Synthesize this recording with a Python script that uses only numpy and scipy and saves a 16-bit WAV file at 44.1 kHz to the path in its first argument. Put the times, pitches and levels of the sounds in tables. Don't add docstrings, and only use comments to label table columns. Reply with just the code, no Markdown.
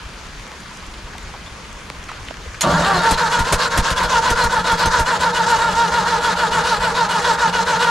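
import sys
import numpy as np
from scipy import signal
from scipy.io import wavfile
from scipy.ndimage import uniform_filter1d

SR = 44100
rng = np.random.default_rng(int(sys.argv[2]) if len(sys.argv) > 2 else 0)


def level_to_linear(level):
    exponent = np.asarray(level, float) / 20
    return 10 ** exponent


def wrap_up_sound(samples):
    columns = np.atleast_2d(samples).T
    tamed = np.clip(columns, -1, 1)
    steps = np.round(tamed * 32767).astype(np.int16)
    wavfile.write(sys.argv[1], SR, steps)


N = 348390
LEFT_RIGHT = np.array([[1], [-1]])

# start_s, teeth_hz, whine_db, clatter_db, groan_db
SPIN_UP = [
    (2.628, 120, -63, -27, -60),
    (2.636, 140.7, -20, -25, -22),
    (2.66, 190.4, -20, -32.5, -17.5),
    (2.72, 250.1, -21.5, -28, -18.5),
    (2.76, 281.5, -14.5, -30, -27.5),
    (2.81, 318.9, -31, -27.5, -19.5),
    (2.836, 363.7, -16.5, -29.5, -31),
]
# release_s, clatter_db, unloading_db
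STROKES = [(2.84, -1, 1), (3.015, 2.5, -1), (3.163, -1, -4.5), (3.296, 0.0, -4), (3.442, -2, -5),
           (3.576, 3, -7), (3.695, -0.5, -12), (3.823, 0.3, -5.5), (3.951, 1.2, -10.5), (4.079, 0.5, -6),
           (4.212, 1.5, -9.5), (4.351, 0, -6), (4.489, -1.2, -8.5), (4.633, 0.7, -12), (4.771, 0.4, -9.5),
           (4.9, -0.7, -6.5), (5.048, -0.1, -10), (5.188, -0.2, -7), (5.327, -1, -8), (5.461, 0, -3),
           (5.583, -3, 0), (5.749, -1.5, -2), (5.904, -1.7, -3), (6.047, -0.5, -1.5), (6.206, 1.2, -5.5),
           (6.354, -1, -6.5), (6.506, 0.3, -9), (6.633, 1, -2), (6.792, -1.2, -8), (6.939, -0.5, -6.5),
           (7.082, -0.8, -8.5), (7.216, 1.5, -2.2), (7.371, -1.5, -10), (7.516, 0, -8.5), (7.65, 0, -10),
           (7.787, 1, -4)]
LAST_RELEASE_S = 7.93
# start_s, push_db, hiss_db
PUFFS = [(2.981, -25, -50), (3.127, -13, -23), (3.41, -11.5, -28.5), (3.543, -11.5, -18.5),
         (3.793, -8, -21.5), (3.922, -19, -29.5), (4.05, -21, -32.5), (4.189, -29, -53),
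         (4.319, -13.5, -26), (4.457, -14, -27.5), (4.59, -26.5, -48), (4.735, -20.0, -31),
         (4.875, -14, -28), (5.012, -13.5, -27), (5.225, -48.0, -36), (5.359, -41, -48), (5.52, -37, -34),
         (5.585, -25, -47), (5.738, -25, -50)]
# start_s, peak_db, pitch_hz, left_right_db
LASH_BLOWS = [
    (2.631, -14, 1240, -5),
    (3.174, -13, 1447, 2),
    (7.527, -22, 1009, 0),
]


def rms_one(x):
    return x / np.sqrt(np.mean(x ** 2) + 1e-20)


def in_time(s, values):
    return np.interp(np.arange(N) / SR, s, values)


def at_hz(points, hz):
    points_hz, values = np.transpose(points)
    return np.interp(np.log(hz), np.log(points_hz), values)


def filtered(x, order, hz, kind="low"):
    return signal.sosfilt(signal.butter(order, hz, kind, fs=SR, output="sos"), x)


def drift(rate_hz):
    r = np.exp(-40 * np.pi * rate_hz / SR)
    slow = signal.lfilter([1], [1, -2 * r, r * r], rng.standard_normal(N // 20 + 4002))[4000:]
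    return np.interp(np.arange(N) / 20, np.arange(len(slow)), rms_one(slow))


def resonances(x, modes):
    out = 0
    for k, (hz, width_hz, db) in enumerate(modes):
        r = np.exp(-np.pi * width_hz / SR)
        b = (1 - r * r) / 2 * np.array([1, 0, -1])
        a = [1, -2 * r * np.cos(2 * np.pi * hz / SR), r * r]
        out = out + (-1) ** k * level_to_linear(db) * signal.lfilter(b, a, x + 1e-18)
    return out


def coloured(pair, spectrum, patchy_db, likeness):
    # pitch_hz, left_right_db
    lean = [(60, -1), (240, 0.5), (950, -1), (3770, 3), (15000, 8)]
    out, edges_hz = 0, 110 * 2 ** np.arange(0, 7.6, .5)
    for k, (low_hz, high_hz) in enumerate(zip(edges_hz, edges_hz[1:])):
        mid, side = filtered(pair[k % 2], 2, [low_hz, high_hz], "band")
        hz = np.sqrt(low_hz * high_hz)
        alike = np.clip(at_hz(likeness, hz), 0, 1)
        level_db = at_hz(spectrum, hz) + patchy_db * drift(10.4)
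        gain = level_to_linear(level_db + at_hz(lean, hz) * LEFT_RIGHT / 2)
        out = out + gain * (np.sqrt(1 + alike) * mid + np.sqrt(1 - alike) * side * LEFT_RIGHT)
    return rms_one(out)


def taps(table, decay_s, looseness, trim_db):
    out, t = np.zeros((2, N)), np.arange(SR // 10) / SR
    noise = rng.standard_normal((len(table), len(t))) * np.exp(-t / decay_s)
    for (s, db, hz, pan_db), burst in zip(table, noise):
        tap = resonances(burst, [(hz, looseness * hz, 0)])
        tap = resonances(tap, [(hz, 3.1 * hz, 0)])
        gain = level_to_linear(db + trim_db + pan_db * LEFT_RIGHT / 2)
        out[:, round(s * SR):][:, :len(t)] += gain * tap / abs(tap).max()
    return out


def rain():
    # pitch_hz, level_db
    spectrum = [(71, -36), (120, -10.5), (153, 2), (180, -4.5), (310, -12.5), (446, -9.5), (655, -13),
                (923, -13.5), (1090, -7.5), (2200, -12.5), (4030, -18), (5350, -18), (12300, -40),
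                (15000, -43)]
    # pitch_hz, likeness_0_to_1
    yard_likeness = [(60, 0.58), (180, 0.92), (550, 0.81), (1650, 0.61), (4970, 0.56), (15000, 0.37)]
    rain_db, shift_db = -37, 0.4
    landed = rng.random((2, 2, N)) < 250 / SR
    drops = 3.0 * landed * level_to_linear(2.8 * rng.exponential(1, (2, 2, N)))
    hiss = coloured(rng.standard_normal((2, 2, N)) + drops, spectrum, patchy_db=1.22, likeness=yard_likeness)
    return level_to_linear(rain_db + in_time([2.6, 2.65], [0, shift_db])) * hiss


def wind():
    # start_s, level_db
    gusts = [(0.0, -47), (0.37, -45), (0.72, -47.5), (1.08, -42.5), (1.47, -45.5), (2.42, -43.5),
             (2.66, -42), (3.63, -44), (3.98, -42), (4.95, -44), (5.19, -49), (6.4, -50), (6.58, -47),
             (7.9, -55)]
    mid, side = filtered(rng.standard_normal((2, N)), 2, [22, 75], "band")
    buffet = rms_one(mid + (0.13 * side + 0.039 * mid) * LEFT_RIGHT)
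    return buffet * level_to_linear(in_time(*np.transpose(gusts)) + 3.1 * drift(11) + 5.0)


def drips():
    # start_s, peak_db, pitch_hz, left_right_db
    near_drops = [(0.0954, -41, 5500, 3.0), (0.2684, -32, 5870, 0.5), (0.4054, -41, 6650, 3.0),
                  (0.4773, -33, 7000, 4.0), (0.6034, -30, 6900, 2.5), (0.7714, -27, 5870, 1.5),
                  (0.8654, -28, 7000, 4), (1.18, -28, 6030, 8), (1.2291, -31, 7000, 6),
                  (1.5034, -43, 7110, 2.5), (1.7275, -26, 5900, 10), (1.8063, -34, 6830, 2.5),
                  (2.0394, -27, 5590, 1.5), (2.1154, -27, 5520, 3.5), (2.2504, -28, 6040, 4)]
    return taps(near_drops, decay_s=.003, looseness=0.24, trim_db=-4.5)


def handling():
    # start_s, peak_db, pitch_hz, left_right_db
    knocks = [(0.134, -31, 1740, 1.5), (0.657, -27.5, 1320, 6), (0.938, -29, 2570, 1.0),
              (1.134, -26, 1700, 2), (1.15, -28, 800, 2), (1.227, -31, 1000, 1.5), (1.289, -29.5, 800, 1.0),
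              (1.339, -26, 900, -0.5), (1.359, -33, 1000, 0.5), (1.956, -32, 1180, 5),
              (2.09, -23, 1120, -3), (2.12, -31, 1300, 3), (2.279, -30, 2800, 0.0), (2.399, -34, 450, 8),
              (2.459, -29, 447, 6), (2.544, -20, 1390, 2)]
    # start_s, peak_db, pitch_hz, left_right_db
    ticks = [
        (1.182, -24, 2200, 5),
        (2.116, -18, 900, 3),
        (2.285, -20, 1900, .1),
        (2.308, -21.5, 500, -10),
        (2.341, -26, 1410, 1.5),
    ]
    # start_s, peak_db, pitch_hz, left_right_db
    rustles = [
        (1.13, -32, 900, 2),
        (1.275, -32, 900, 1.5),
        (1.335, -28, 700, .1),
        (2.085, -24, 1500, .1),
        (2.125, -31, 1300, 2),
    ]
    out = taps(knocks, decay_s=0.0093, looseness=0.27, trim_db=-1.5)
    out += taps(ticks, decay_s=0.0016, looseness=0.61, trim_db=-1.0)
    return out + taps(rustles, decay_s=.03, looseness=0.77, trim_db=-1.5)


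def squeaks():
    # start_s, peak_db, pitch_hz, left_right_db
    whistles = [
        (1.46, -35, 3510, 2),
        (4.303, -18, 6050, 1),
        (4.858, -18, 6200, 1),
    ]
    return taps(whistles, decay_s=.016, looseness=.025, trim_db=0)


def strokes():
    # extra_speed_loss_0_to_1, whine_db, frame_shake_db
    cylinders = [(0.01, 0.5, 1), (0, 0.3, -1), (0.01, -0.4, 1), (0, .5, -2.5)]
    s = np.transpose(STROKES)[0]
    share = in_time(np.append(s, LAST_RELEASE_S), np.arange(len(s) + 1)) % 1
    return s, share, np.tile(np.transpose(cylinders), len(s) // len(cylinders))


def frame():
    # stroke_share, level_db
    shake_swing = [(0, -4.5), (.25, -10), (.45, -3.5), (.62, -1), (.85, 0.5), (1, -5.5)]
    running_db, take_up_s = -31, .025
    lurch_db, lurch_s, lurch_fade_db_per_s = 12, 2.65, 21
    rock_db, rock_t60_s = -35, 0.42
    s, share, (_, _, shake_db) = strokes()
    t, shake = np.arange(N) / SR, rng.standard_normal(N)
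    boom = resonances(shake, [(137, 42, -16.5), (163.3, 13.3, -1.5), (178.5, 15, -1.5)])
    boom = filtered(boom, 2, 260)
    boom = boom / (uniform_filter1d(boom ** 2, size=900) + 1e-12) ** 0.21
    stroke_db = (t > s[0]) * (np.interp(share, *np.transpose(shake_swing)) + in_time(s + 0.11, shake_db))
    first_db = np.maximum(lurch_db - lurch_fade_db_per_s * abs(t - lurch_s), 0)
    since_s = share * in_time(s[1:], np.diff(s))
    fade_db = uniform_filter1d(60 * since_s / rock_t60_s, size=1000)
    rock = rms_one(resonances(shake, [(66.4, 13.5, 0)])) * level_to_linear(rock_db - fade_db)
    moving = np.clip((t - SPIN_UP[0][0]) / take_up_s, 0, 1)
    return (rms_one(boom) * level_to_linear(running_db + stroke_db + first_db) + rock) * moving


def exhaust():
    push, hiss = np.zeros(N), np.zeros(N)
    t = np.arange(-.04, .08, 1 / SR)
    # centre_s, width_s, size
    pulses = [(-.021, 0.00092, 0.28), (-.007, 0.00086, 0.33), (0, 0.0026, -0.83),
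              (.012, 0.0028, 0.33), (.029, .004, .3), (.044, 0.013, 0.046)]
    shape = sum(size * np.exp(-.5 * ((t - at) / width) ** 2) for at, width, size in pulses)
    opening = np.exp((t + 0.014) / 0.0026)
    closing = np.exp(-(np.maximum(t + 0.026, 0) / 0.028) ** 2)
    burst = np.where(t < -.018, opening, closing)
    for s, push_db, hiss_db in PUFFS:
        i = round((s - .04) * SR)
        push[i:i + len(t)] += level_to_linear(push_db) * shape
        hiss[i:i + len(t)] += level_to_linear(hiss_db) * burst
    mid, side = filtered(rng.standard_normal((2, N)), 2, [4500, 10500], "band")
    jet = rms_one(mid + 0.34 * side * LEFT_RIGHT)
    low = rms_one(filtered(rng.standard_normal(N), 1, [120, 1500], "band"))
    push += resonances(push, [(120, 67, 5.4), (220, 53, 12.0), (310, 93, 8.3)])
    return push + hiss * (jet + level_to_linear(6.0) * low)


def clack():
    # pitch_hz, level_db, fade_s (time to fall by 110 dB)
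    ring_modes = [(3460, 7, 0.022), (4250, 12, 0.035), (5170, 3, 0.05), (5400, 3, 0.05), (6700, 15, 0.048),
                  (8150, -16, 0.15), (8500, -23, 0.099), (9491, -26, 0.088), (12100, -3, 0.05)]
    # start_s, level_db
    hits = [
        (2.609, -17),
        (2.6116, -21),
        (2.617, -16.5),
        (2.633, -40),
    ]
    out, t = np.zeros(N), np.arange(SR // 5) / SR
    for s, hit_db in hits:
        ring = 0
        for hz, level_db, fade_s in ring_modes:
            ring = ring + level_to_linear(level_db + rng.normal(0, 5.3) - 110 * t / fade_s) * np.sin(2 * np.pi * hz * t)
        crack = 1.6 * rng.standard_normal(len(t)) * np.exp(-t / 0.0075)
        crack = filtered(crack, 1, 9000)
        out[round(s * SR):][:len(t)] += level_to_linear(hit_db) * (.2 * ring + 1.15 * crack)
    return filtered(out, 2, [600, 12500], "band")


def lash():
    return taps(LASH_BLOWS, decay_s=0.028, looseness=0.3, trim_db=-4.0)


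def floating():
    gap_s, gap_db = .01, -6
    t = np.arange(N) / SR
    return level_to_linear(sum(gap_db * (t < s) * np.exp(-((s - t) / gap_s) ** 2) for s, *_ in LASH_BLOWS[1:]))


def crank():
    # start_s, free_teeth_hz, compression_loss_0_to_1, effort_db, held_stroke_share
    shaft_course = [(2.84, 395, 0.11, 2, 0.31), (3.012, 457, 0.07, -2, .3), (3.164, 507, 0.16, 1, .25),
                    (3.294, 486.5, 0.09, -0.5, .25), (3.441, 524.4, .05, -1.5, .3),
                    (3.573, 545.3, .1, -0.5, .3), (3.822, 539.2, 0.08, -0.5, .3),
                    (4.077, 521.9, 0.15, 2, .25), (4.63, 504.8, 0.18, 0.3, 0.26),
                    (5.187, 505.5, .16, 0, .3), (5.457, 489.5, 0.13, 1, 0.34),
                    (5.595, 470.6, 0.14, -2, 0.53), (5.908, 475, .13, -1.5, .45),
                    (6.203, 492, 0.17, -0.2, 0.29), (6.937, 499.2, 0.18, 0, .33),
                    (7.369, 499.4, 0.19, 0.2, .28), (7.648, 504.6, .16, 0, .28), (7.787, 494, 0.08, 2, .35)]
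    # stroke_share, unloading_0_to_1, whine_db, clatter_db, contact_0_to_1
    gear_load = [(0, 0.87, 5, -2, 0.15), (.04, 0.96, -1.5, 2.5, 0.35), (.1, 0.22, -3, 0, 0.57),
                 (.25, 0, 0, 2.5, 0.76), (.5, 0, 0, 0.5, 0.74), (.7, 0, -3, -0.5, .8),
                 (.88, 0.39, -1.5, 2.5, 0.43), (1, 1, -0.5, -2.5, 0.2)]
    # stroke_share, level_db
    sump_load = [(0, -8), (.1, -4.5), (.3, 0), (.45, -4), (.6, -17), (.75, -5.5), (.88, 2.5), (1, -2.5)]
    whine_mean_db, clatter_mean_db, clatter_follows, sump_db = -20, -28.9, 0.75, -32.5
    risen_at, sunk_at, rising_at = .13, .76, .9
    fire_help, weak_fire_db, full_fire_db = .4, -28, -12
    unload_scale, groan_running_db, groan_fade_s = 1.18, -33.5, 3.14

    t = np.arange(N) / SR
    s, share, (more_loss, cylinder_db, _) = strokes()
    _, stroke_clatter_db, release_db = np.transpose(STROKES)
    ends = np.append(s, LAST_RELEASE_S)
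    length_s = np.diff(ends)
    s0, hz0, whine0, clatter0, groan0 = np.transpose(SPIN_UP)
    at_s, *shaft = np.transpose(shaft_course)
    fast, loss, effort_db, held = [np.interp(s, at_s, column) for column in shaft]

    fired = np.zeros(len(s))
    for puff_s, push_db, _ in PUFFS:
        fired[np.searchsorted(s, puff_s) - 1] = np.interp(push_db, [weak_fire_db, full_fire_db], [0, 1])
    slow = fast * (1 - (loss + more_loss) * (1 - fire_help * fired))
    turns_s = np.transpose([s + at * length_s for at in (risen_at, held, sunk_at, rising_at)]).ravel()
    turns_hz = np.transpose([.985 * fast, fast, 1.015 * slow, slow]).ravel()
    rate = in_time(np.append(s0, turns_s), np.append(hz0, turns_hz))
    rate = uniform_filter1d(rate, size=700)

    at, free, more_whine, more_clatter, touch = np.transpose(gear_load)
    running, powered = t > s[0], t > s0[0]
    middle_s = s + .5 * length_s
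    nearest = np.clip(np.searchsorted(middle_s, t), 0, len(s) - 1)
    unload = running * np.interp(share, at, free) * (unload_scale * release_db)[nearest]
    level_s = np.append(s0, middle_s)
    whine = in_time(level_s, np.append(whine0, whine_mean_db + effort_db + cylinder_db))
    whine += running * np.interp(share, at, more_whine) + 0.73 * unload
    clatter = in_time(level_s, np.append(clatter0, clatter_mean_db + clatter_follows * stroke_clatter_db))
    clatter += running * np.interp(share, at, more_clatter) + 0.92 * unload
    groan = in_time([*s0, 2.98, groan_fade_s], [*groan0, -25, groan_running_db]) + unload

    contact = np.where(running, np.interp(share, at, touch), .55)
    contact *= np.interp(rate, [505, 560], [1, .55])
    pan_db = sump_db + np.interp(share, *np.transpose(sump_load)) + in_time(s, effort_db)
    return rate, contact, running * level_to_linear(pan_db), powered * level_to_linear(whine), powered * level_to_linear(clatter), powered * level_to_linear(groan)


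def starter():
    # pitch_hz, width_hz, level_db
    housing_modes = [(439, 27, -18.5), (499, 30, -12), (620, 72, -14), (787, 21, -7.5), (831, 34, -5.5),
                     (908, 27, 4), (1030, 25, -6.5), (1083, 40, -6), (1278, 127, -7), (1415, 34, -2.5),
                     (1487, 79, -9), (1713, 180, -11), (1940, 170, -25)]
    # pitch_hz, width_hz, level_db
    panel_modes = [(2480, 42, -7.5), (4150, 68, 5), (4890, 12, -10), (2913, 127, 3.5), (3382, 61, 5),
                   (3770, 38, 7), (3950, 24, -2.5), (4330, 8.2, -3), (4494, 13, -5.5), (6050, 54, -3),
                   (6600, 52, -21), (6890, 170, -3.5), (7440, 160, -2.5)]
    # pitch_hz, width_hz, level_db
    sump_modes = [(465.6, 41.5, -1.5), (492, 29.5, -0.5)]
    # pitch_hz, width_hz, level_db
    block_modes = [(492, 63, -13.5), (635, 29, -7), (923, 13.7, 0.5), (1010, 22, -3), (1405, 38, -3.5)]
    # pitch_hz, width_hz, level_db
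    mount_modes = [(253, 41, -5.5), (335, 63, -7), (586, 104, 1), (750, 340, -9), (1180, 47, -0.5)]
    # pitch_hz, density_db_per_hz
    clatter_spectrum = [(150, -57), (260, -27), (380, -39), (500, -16.5), (800, -21.5), (1400, -8.5),
                        (1900, -24), (2300, -20.5), (3500, -22.5), (7300, -26.5), (8300, -40.5),
                        (12000, -46.5), (15000, -64)]
    # pitch_hz, likeness_0_to_1
    clatter_likeness = [(200, 1.0), (1500, 0.81), (4000, 0.53), (8000, 1.0), (11000, 0.27), (13000, .05)]

    rate, contact, sump, whine, clatter, groan = crank()
    teeth = np.cumsum(rate * (1 + .01 * drift(45))) / SR + .025 * drift(250)
    struck = np.diff(np.floor(teeth), prepend=0) > 0
    bite_db = 1.8 * drift(45)
    blows = struck * contact * level_to_linear(1.96 * rng.standard_normal(N) + bite_db)
    grind = 0.023 * rng.standard_normal(N)

    housing = filtered(resonances(blows + grind, housing_modes), 2, 390, "high")
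    housing = rms_one(housing) * whine
    housing += rms_one(resonances(rng.standard_normal(N), sump_modes)) * sump
    housing += rms_one(resonances(rng.standard_normal(N), block_modes)) * np.sqrt(whine) * level_to_linear(-17.0)
    housing += rms_one(resonances(blows + 2.4 * grind, mount_modes)) * groan

    gate = 1 + 0.28 * np.cos(2 * np.pi * teeth)
    rattle = rng.standard_normal((2, 2, N)) * gate * level_to_linear(0.99 * drift(63))
    wide = coloured(rattle, clatter_spectrum, patchy_db=2.5, likeness=clatter_likeness)
    knocks = rattle[0, 0] + 11 * blows
    panels = rms_one(sum(resonances(knocks, [mode]) * level_to_linear(4.1 * drift(14.3)) for mode in panel_modes))
    tooth_clicks = filtered(blows, 2, [2200, 5500], "band")
    panels += level_to_linear(-4.0) * rms_one(tooth_clicks)
    return housing, clatter * (level_to_linear(4.0) * wide + level_to_linear(-4.5) * panels)


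def outdoors(x):
    # delay_s, level_db
    echoes = [(.0031, -22), (.0087, -9), (.017, -10), (.029, -26)]
    out, thin = np.array([x, x]), filtered(x, 1, 450, "high")
    for k, (delay_s, db) in enumerate(echoes):
        delay = round(delay_s * SR)
        out[k % 2, delay:] += level_to_linear(db) * thin[:-delay]
    return out


def scene():
    background = rain() + wind() + drips() + handling() + squeaks()
    housing, rattle = starter()
    float_gain = floating()
    engine = outdoors(housing * float_gain + clack()) + rattle * float_gain + lash()
    return background + frame() + exhaust() + engine


def roll_off(x):
    return signal.sosfilt(signal.butter(12, 15600, fs=SR, output="sos"), x)


def record(dry):
    band = filtered(dry.mean(axis=0), 1, [1500, 5000], "band")
    ports = dry - 0.28 * np.gradient(band) * LEFT_RIGHT
    top = filtered(dry, 2, 8500, "high")
    ports += top * [[.3], [-.45]]
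    dull = filtered(ports, 4, 12600)
    rounded = 0.92 * np.tanh(dull / 0.84)
    rounded = signal.sosfilt(signal.cheby2(18, 50, 15650, fs=SR, output="sos"), rounded)
    return roll_off(rounded)


dry = scene()
out = record(dry)
wrap_up_sound(out)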